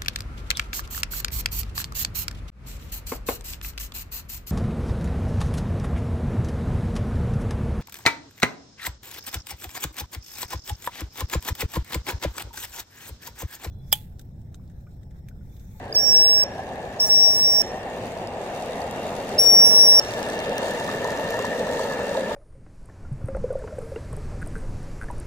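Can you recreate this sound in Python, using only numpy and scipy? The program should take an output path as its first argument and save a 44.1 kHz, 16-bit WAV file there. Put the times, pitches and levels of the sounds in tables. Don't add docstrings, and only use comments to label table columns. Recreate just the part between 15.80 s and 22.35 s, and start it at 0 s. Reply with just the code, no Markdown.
import sys
import numpy as np
from scipy import signal
from scipy.io import wavfile
from scipy.ndimage import uniform_filter1d

SR = 44100
rng = np.random.default_rng(int(sys.argv[2]) if len(sys.argv) > 2 else 0)


def how_loud(loudness_db):
    steps = np.asarray(loudness_db, float) / 20
    return 10 ** steps


def wav_record(signal):
    frames = np.transpose(np.atleast_2d(signal))
    bounded = np.clip(frames, -1, 1)
    quanta = np.round(bounded * 32767).astype(np.int16)
    wavfile.write(sys.argv[1], SR, quanta)


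N = 288855
T = np.arange(N) / SR
RATTLE_SLOPE = 1.58


def evened(x):
    return x / np.sqrt(np.mean(x ** 2) + 1e-20)


def read(points, hz):
    f, value = np.transpose(points)
    return np.interp(np.log(hz + 1), np.log(f + 1), value, left=-90, right=-90)


def curve(rows, t, column=1):
    return np.interp(t, [r[0] for r in rows], [r[column] for r in rows])


def add(mix, s, sound):
    part = mix[..., round(s * SR):][..., :sound.shape[-1]]
    part += sound[..., :part.shape[-1]]


def resonate(x, hz, width):
    return signal.lfilter(*signal.iirpeak(hz, hz / width, SR), x)


def ports(x, lead):
    return np.array([x, np.interp(np.arange(N) - lead, np.arange(N), x)])


def wander(rate):
    f = np.geomspace(.1 * rate, rate, num=24)[:, None]
    swings = np.sin(2 * np.pi * (f * T[::64] + rng.random(f.shape)))
    coarse = (swings / np.sqrt(f)).sum(0)
    return np.interp(T, T[::64], evened(coarse))


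# t/s, nearness under the closest point level/dB, funnel note f/Hz, funnel mouth level/dB
PASS = [(0, -9.5, 1700, 1), (.4, -7.5, 1684, 1.5), (1.5, -6.5, 1765, -3), (2.05, -5, 1800, -1.5),
        (2.5, -5, 1770, -16), (2.95, -3, 1870, -6), (3.5, -2, 1830, -10), (4.1, -2.5, 1740, 0),
        (4.55, 0, 1755, 1), (5.75, 0, 1790, 4.5), (6.4, -0.5, 1753, 2), (6.55, -1, 1760, -0.5)]


def level(top_db, slope, flicker_db):
    return how_loud(top_db + slope * curve(PASS, T) + flicker_db * wander(rate=12))


# t/s, left lead [samples]
LEAD = [(0, 9.5), (3.5, 3.8), (4.2, 11.1), (5.2, 7.4), (6.55, 5.3)]
# f/Hz, likeness [0-1]
SAME = [(30, .9), (250, 0.97), (700, 0.96), (1400, 0.13), (2800, 0.21), (6000, 0.074), (15000, 0.057)]


def noise(colour, patchy_db, alike=0., lead=LEAD):
    t = np.arange(N // 256 + 5)[:, None] * 256 / SR
    hz = np.fft.rfftfreq(1024, 1 / SR)
    a, b, c, d, patches = np.moveaxis(rng.standard_normal((len(t), len(hz), 5)), 2, 0)
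    patches = uniform_filter1d(patches, size=8, axis=0)
    patches = evened(uniform_filter1d(patches, size=10, axis=1))
    same_hz, likeness = np.transpose(SAME)
    same = np.clip(np.interp(np.log(hz + 1), np.log(same_hz), likeness), alike, 1)
    bend = hz / (hz + 1500)
    late = np.exp(-2j * np.pi * hz * curve(lead, t) / SR * bend)
    left = a + 1j * b
    right = same * late * left + np.sqrt(1 - same ** 2) * (c + 1j * d)
    z = np.array([left, right])
    size = how_loud(colour(t, hz) + 0 * t)
    z *= size / np.sqrt((size ** 2).sum(1, keepdims=True)) * how_loud(patchy_db * patches)
    return evened(signal.istft(z.transpose(0, 2, 1), nperseg=1024, noverlap=768)[1][:, :N])


# f/Hz, level/dB per Hz
SHORE = [(12, -48), (28, -24), (48, -2.5), (102, 1), (145, -3.5), (216, -16), (300, -11.5), (390, -41),
         (660, -120)]


def shore():
    return how_loud(-44) * noise(lambda t, hz: read(SHORE, hz), patchy_db=-0.5)


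def mode_db(hz, mid_hz, width):
    return -20 * np.log10(1 + ((hz - mid_hz) / width) ** 2)


# f/Hz, level/dB per Hz
FAR = [(180, -47), (300, -15), (393, -5.5), (437, -6.5), (778, -2), (929, -12.5), (1020, -13),
       (1350, -24.5), (1670, -17.5), (2120, -22.5), (2590, -24.5), (5000, -41.5), (6500, -78),
       (11000, -120)]
# f/Hz, level/dB per Hz
NEAR = [(250, -15), (345, -16), (470, -0.2), (600, -0.9), (780, -16), (920, -7), (1050, -23.5), (1230, -14),
        (1450, -21.5), (2150, -22.5), (2420, -25.5), (4200, -30), (6000, -47)]
# t/s, share of the abeam colour [0-1]
TURN = [(0, 0.097), (2., 0.12), (3.2, 0.36), (4.5, 0.62), (6.55, 1.)]
# f/Hz, level/dB per Hz
BOOM = [(90, -18.5), (160, -2.5), (226, 5.5), (300, -4), (370, -54), (600, -3)]


def burner():
    def hull_db(t, hz):
        return read(FAR, hz) + curve(TURN, t) * (read(NEAR, hz) - read(FAR, hz))

    def funnel_db(t, hz):
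        return mode_db(hz, curve(PASS, t, column=2), 75.0)

    def overtone_db(t, hz):
        return np.maximum(mode_db(hz, 2748, 44.), mode_db(hz, 3690, 60.) - 7)

    roar = noise(hull_db, patchy_db=1.51)
    note = noise(funnel_db, patchy_db=1.0, alike=0.96) * how_loud(curve(PASS, T, column=3))
    overtone = noise(overtone_db, patchy_db=.6, alike=.8)
    abeam_s, width_s, beam_db = 4.63, 0.5, 5.5
    overtone = overtone * how_loud(beam_db * np.exp(-((T - abeam_s) / width_s) ** 2))
    boom = noise(lambda t, hz: read(BOOM, hz), patchy_db=1.0)
    mix = roar * level(-27.5, slope=1.037, flicker_db=0.15)
    mix = mix + note * level(-40.5, slope=1, flicker_db=0.37)
    mix = mix + overtone * level(-47.5, slope=1.34, flicker_db=0.97)
    mix = mix + boom * level(-38, slope=1, flicker_db=1)
    return mix * how_loud([[.4], [-.4]])


# f/Hz, width/Hz, level/dB
GEAR = [(3700, 660, 11.5), (4505, 166, 13.5), (6050, 300, 6.5), (7650, 550, 3), (9000, 1500, 0),
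        (11700, 3700, -4)]
# f/Hz, level/dB per Hz
AIR = [(2500, -14), (3200, -3), (7000, -2), (10000, -12), (15500, -17), (16500, -25)]


def engine():
    beats_per_s, unevenness = 86, .07
    turns = np.cumsum(beats_per_s * (1 + unevenness * wander(rate=3))) / SR
    luck = rng.standard_normal((700, len(GEAR) + 1)).clip(-2, 1.7)[turns.astype(int)]
    burst = np.exp(-(turns % 1) / .25) * how_loud(3.8 * luck[:, 0])
    rings = np.zeros((2, N))
    for k, (hz, width, db) in enumerate(GEAR):
        shake = burst * how_loud(db + 4 * luck[:, k + 1]) * rng.standard_normal((2, N))
        ring = resonate(resonate(shake, hz, width), hz, 1.5 * width)
        rings += ports(ring[0], curve(LEAD, T)) + 1.8 * ring * [[0], [1]]
    leak = noise(lambda t, hz: read(AIR, hz), patchy_db=1.7) * (1 + .9 * burst)
    return level(-45, RATTLE_SLOPE, flicker_db=1.5) * (0.71 * evened(rings) + evened(leak))


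def taps(rows, cycles, glide, grit):
    out = np.zeros(N)
    for s, db, hz, snap_db in rows:
        u = np.arange(int(6 * cycles * SR / hz)) * hz / SR
        dull, bright = rng.standard_normal((2, 12000))
        ring = np.sin(2 * np.pi * u * (1 + glide * u / cycles))
        ring += grit * uniform_filter1d(dull, size=3)[:len(u)]
        ring += how_loud(snap_db + 7) * np.diff(bright)[:len(u)]
        envelope = np.exp(-u / cycles) * np.minimum(u / 0.43, 1)
        add(out, s, how_loud(db) * ring * envelope)
    return ports(out, curve(LEAD, T))


def faint_ticks():
    per_s, top_db, snap_db = 40, -40, -13
    luck = rng.random((int(per_s * N / SR), 3))
    s = luck[:, 0] * T[-1]
    db = top_db + RATTLE_SLOPE * curve(PASS, s) - 8 * luck[:, 1]
    hz = 3200 * 2 ** luck[:, 2]
    return np.transpose([s, db, hz, np.full(len(s), snap_db)])


# t/s, level/dB, f/Hz, snap level/dB
TICKS = [(2.473, -38, 5000, -18), (3.1101, -37, 3170, -6), (3.148, -52, 3750, -22),
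         (3.4907, -37, 3870, -18), (4.3372, -34, 3530, -20), (4.429, -28, 5100, -28),
         (4.5004, -28, 5800, -21), (4.5912, -29.5, 5830, -24), (4.6406, -38, 3670, -24),
         (4.6944, -34, 4460, -18), (4.7812, -26, 5900, -7.5), (4.8276, -37, 3520, -23),
         (4.9977, -35, 3540, -38), (5.0446, -35, 4640, -21), (5.0925, -39, 6150, -22),
         (5.1145, -38, 3460, -21), (5.2452, -31, 6300, -23), (5.3045, -31.5, 5540, -20),
         (5.3739, -34, 6000, -24), (5.5051, -33, 4140, -5), (5.5425, -33, 5700, -21.5),
         (5.5914, -32, 3730, -17), (5.6243, -33, 6320, -21), (5.6518, -29, 5640, -26),
         (5.7934, -32, 3730, -21), (5.9336, -34, 3680, -21), (5.9935, -35, 3940, -17),
         (6.0419, -38, 4240, -21), (6.1137, -46, 4350, -18), (6.2918, -44, 3680, -13)]


def ticks():
    return taps([*TICKS, *faint_ticks()], cycles=8., glide=.003, grit=2.5)


# t/s, level/dB, f/Hz
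PLOPS = [(4.723, -22, 870), (5.01, -20, 860), (5.09, -17, 1150), (5.214, -30, 960), (5.25, -15, 916),
         (5.285, -20, 910), (5.395, -19, 855), (5.541, -17.5, 880), (5.591, -19, 997), (5.645, -16, 925),
         (5.872, -23, 960), (5.944, -22, 851), (5.994, -18, 930), (6.114, -25, 990), (6.192, -17, 845),
         (6.351, -18, 870), (6.512, -21, 876)]
# t/s, level/dB, f/Hz
POPS = [(0.793, -20, 707), (0.946, -29, 614), (0.979, -25, 706), (1.042, -26, 493), (2.367, -21, 620),
        (2.582, -23, 627), (4.826, -17.5, 498), (5.323, -15.5, 605), (5.723, -21.5, 595), (5.897, -17, 540),
        (6.375, -15.5, 600)]
# t/s, level/dB, f/Hz
BUMPS = [
    (2.21, -37, 109),
    (4.28, -30.5, 112),
]


def wake():
    rows = [(*row, -45) for row in [*PLOPS, *POPS]]
    rows += [(*row, -68) for row in BUMPS]
    return taps(rows, cycles=3.55, glide=0.024, grit=.01)


def blast(rows, jet, voice):
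    hiss_db, fizz_db, pan_db, octave0_db, octave1_db = jet
    pitch_hz, warm_s, lead0, lead1 = voice
    start, stop = rows[0][0], rows[-1][0]
    t = np.arange(start - .04, stop + .012, 1 / SR)
    held = t.clip(start, stop) - start
    share = held / held[-1]

    def slow(size):
        rough = rng.standard_normal((2, len(t)))
        return evened(uniform_filter1d(uniform_filter1d(rough, size), size))

    cold_hz, droop_hz_per_s, shut_hz, shut_s = 180, 32, 70, .006
    hz = pitch_hz - cold_hz * np.exp(-held / warm_s)
    hz = hz - droop_hz_per_s * held
    hz = hz - shut_hz * np.exp((held - held[-1]) / shut_s)
    missing = np.maximum(start - t, 0) / .0065 + np.maximum(t - stop, 0) / .0035
    waver_hz = 8. * slow(size=900)[0] + 8. * slow(size=160)[0] + (8. + 170 * missing) * slow(size=30)[0]
    phase = 2 * np.pi * np.cumsum(hz - 250 * missing + waver_hz) / SR

    left_db, right_db, lead = (curve(rows, t, k) for k in range(1, 4))
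    note = how_loud([left_db, right_db] + 0.91 * slow(size=200)) * np.sin([phase + lead, phase])
    octave_lead = lead0 + (lead1 - lead0) * share
    octave_db = octave0_db + (octave1_db - octave0_db) * share
    octave_db = octave_db + 2.3 * slow(size=150) + 2.5 * slow(size=900)[0] + [[pan_db], [0]]
    octave = how_loud(octave_db) * np.sin([2 * phase + octave_lead, 2 * phase])
    speaks = how_loud(-15 * missing ** 1.6)
    closed = np.maximum(start + warm_s - t, 0) / (1.3 * warm_s + .006)
    closed = closed + np.maximum(t - stop, 0) / .004
    flow = how_loud([[hiss_db], [fizz_db]] - 14 * closed ** 3)
    return t[0], (note + octave * speaks ** 2) * speaks, flow


# delay t/s, level/dB
BANKS = [
    (.03, -28),
    (.045, -29),
    (.07, -33),
    (.097, -36),
    (.104, -36),
    (.2, -41),
]


def banks():
    t = np.arange(SR // 2) / SR
    fade = (how_loud(-60 * t / .42) + 3.5 * how_loud(-60 * t / .12)) * (t > .004)
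    sparse = rng.choice([-1., 1.], (2, len(t))) * (rng.random((2, len(t))) < .03)
    echo = sparse * fade
    echo *= how_loud(-24) / np.linalg.norm(echo[0])
    for delay_s, db in BANKS:
        add(echo, delay_s, how_loud(db) * np.array([[1., 0, 0], [0, 0, 1.]]))
    return signal.lfilter(*signal.butter(3, 7500, fs=SR), echo)


# t/s, left peak level/dB, right peak level/dB, left lead [rad]
BLASTS = [
    [(.152, -19, -18, -2.8), (.167, -12, -11, -3.0), (.227, -21, -14, -5.0), (.267, -26, -9, -9.4),
     (.292, -16, -10, -8.2), (.352, -10, -10, -9.4), (.367, -8, -9, -8.9), (.587, -16, -11, -9.9),
     (.637, -15, -12, -9.5)],
    [(1.203, -14, -14, -3.6), (1.243, -15, -14, -3.7), (1.283, -29, -27, -1.7), (1.303, -11, -10, -3.5),
     (1.458, -6, -13, -3.7), (1.548, -18, -14, -3.9), (1.588, -15, -15, -2.5), (1.658, -13, -11, -4.1),
     (1.818, -18, -11, -4.4)],
    [(3.589, -10, -8, -5.2), (3.65, -12, -23, -5.0), (3.664, -7, -13, -5.6), (3.84, -8, -6, -4.7),
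     (3.895, -15, -9, -3.5), (4.005, -4, -10, -3.3), (4.07, -11, -9, -4.9), (4.085, -7, -8, -3.3),
     (4.195, -9, -7, -4.8)],
]
# hiss level/dB, fizz level/dB, octave left-right level/dB, octave level/dB at start, at end
JETS = [
    (-39.5, -38, -10, -43, -40.5),
    (-36.5, -34.5, -2.5, -38, -29.5),
    (-34, -33, -3.5, -25.5, -28),
]
# pitch f/Hz, warm-up t/s, octave left lead [rad] at start, at end
NOTES = [
    (5563, .028, -2, 10.5),
    (5572, .004, -3.7, -2.4),
    (5582, .004, 4, -2),
]
# f/Hz, level/dB per Hz
STEAM = [(2500, -22.5), (4000, -11), (4900, -4.5), (5500, 2), (6500, -3.5), (8000, -9), (9900, -13),
         (11100, -10), (12500, -21.5), (16000, -23)]
# f/Hz, level/dB per Hz
FIZZ = [(12300, -45), (13700, -19), (14800, -12), (15600, 2), (16500, -13)]


def whistle():
    def fizz_colour(t, hz):
        wet = .7 * np.exp(-(t / .8) ** 2)
        return read(FIZZ, hz) * (1 - wet * (hz > 11000) * (hz < 16000))

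    notes, jets = np.zeros((2, N)), np.zeros((2, N))
    for rows, jet, voice in zip(BLASTS, JETS, NOTES):
        s, note, flow = blast(rows, jet, voice)
        add(notes, s, note)
        add(jets, s, flow)
    spit_s, spit_hz, spit_db = .127, 4900, -21
    u = np.arange(-.004, .004, 1 / SR)
    spit = np.sin(2 * np.pi * spit_hz * u + [[2.4], [0]]) * np.exp(-(u / .002) ** 2)
    add(notes, spit_s - .003, how_loud(spit_db) * spit)
    hiss = jets[0] * noise(lambda t, hz: read(STEAM, hz), patchy_db=2.5, alike=0.12)
    fizz = jets[1] * noise(fizz_colour, patchy_db=1.2, alike=.8, lead=[(0, 4.)])
    direct = notes + hiss + fizz * how_loud([[-.8], [.8]])
    return direct + signal.fftconvolve(direct, banks(), axes=1)[:, :N]


def scene():
    return shore() + burner() + engine() + ticks() + wake() + whistle()


# f/Hz, level/dB under the loudest line
GATE = [(2000, -72), (3000, -54), (4400, -53), (5000, -64), (7200, -55), (10000, -58), (12000, -58),
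        (13500, -54.5), (14300, -66)]


def gated(x):
    hz, t, z = signal.stft([x[0] + x[1], x[0] - x[1]], SR, nperseg=1024, noverlap=768)
    power = abs(z) ** 2
    band = power[0, :512].reshape(128, 4, -1).mean(1)
    band = uniform_filter1d(band, size=7, axis=1)
    waver_db = 2.6 * evened(uniform_filter1d(rng.standard_normal(band.shape), size=14, axis=1))
    loudest = uniform_filter1d(power.sum(0).max(0), size=8)
    limit = loudest * how_loud(2 * read(GATE, hz[2:512:4])[:, None] + 2 * waver_db)
    z[0, :512] *= np.repeat(band > limit, 4, axis=0)
    both, apart = signal.istft(z, SR, nperseg=1024, noverlap=768)[1][:, :N] / 2
    return np.array([both + apart, both - apart])


def top_cut(x):
    return signal.sosfilt(signal.butter(12, 17100, fs=SR, output="sos"), x)


def record(dry):
    edge = signal.firwin(601, 15720, window=("kaiser", 9), fs=SR)
    mix = gated(signal.oaconvolve(dry, edge[None], "same"))
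    return top_cut(mix)


dry = scene()
out = record(dry)
wav_record(out)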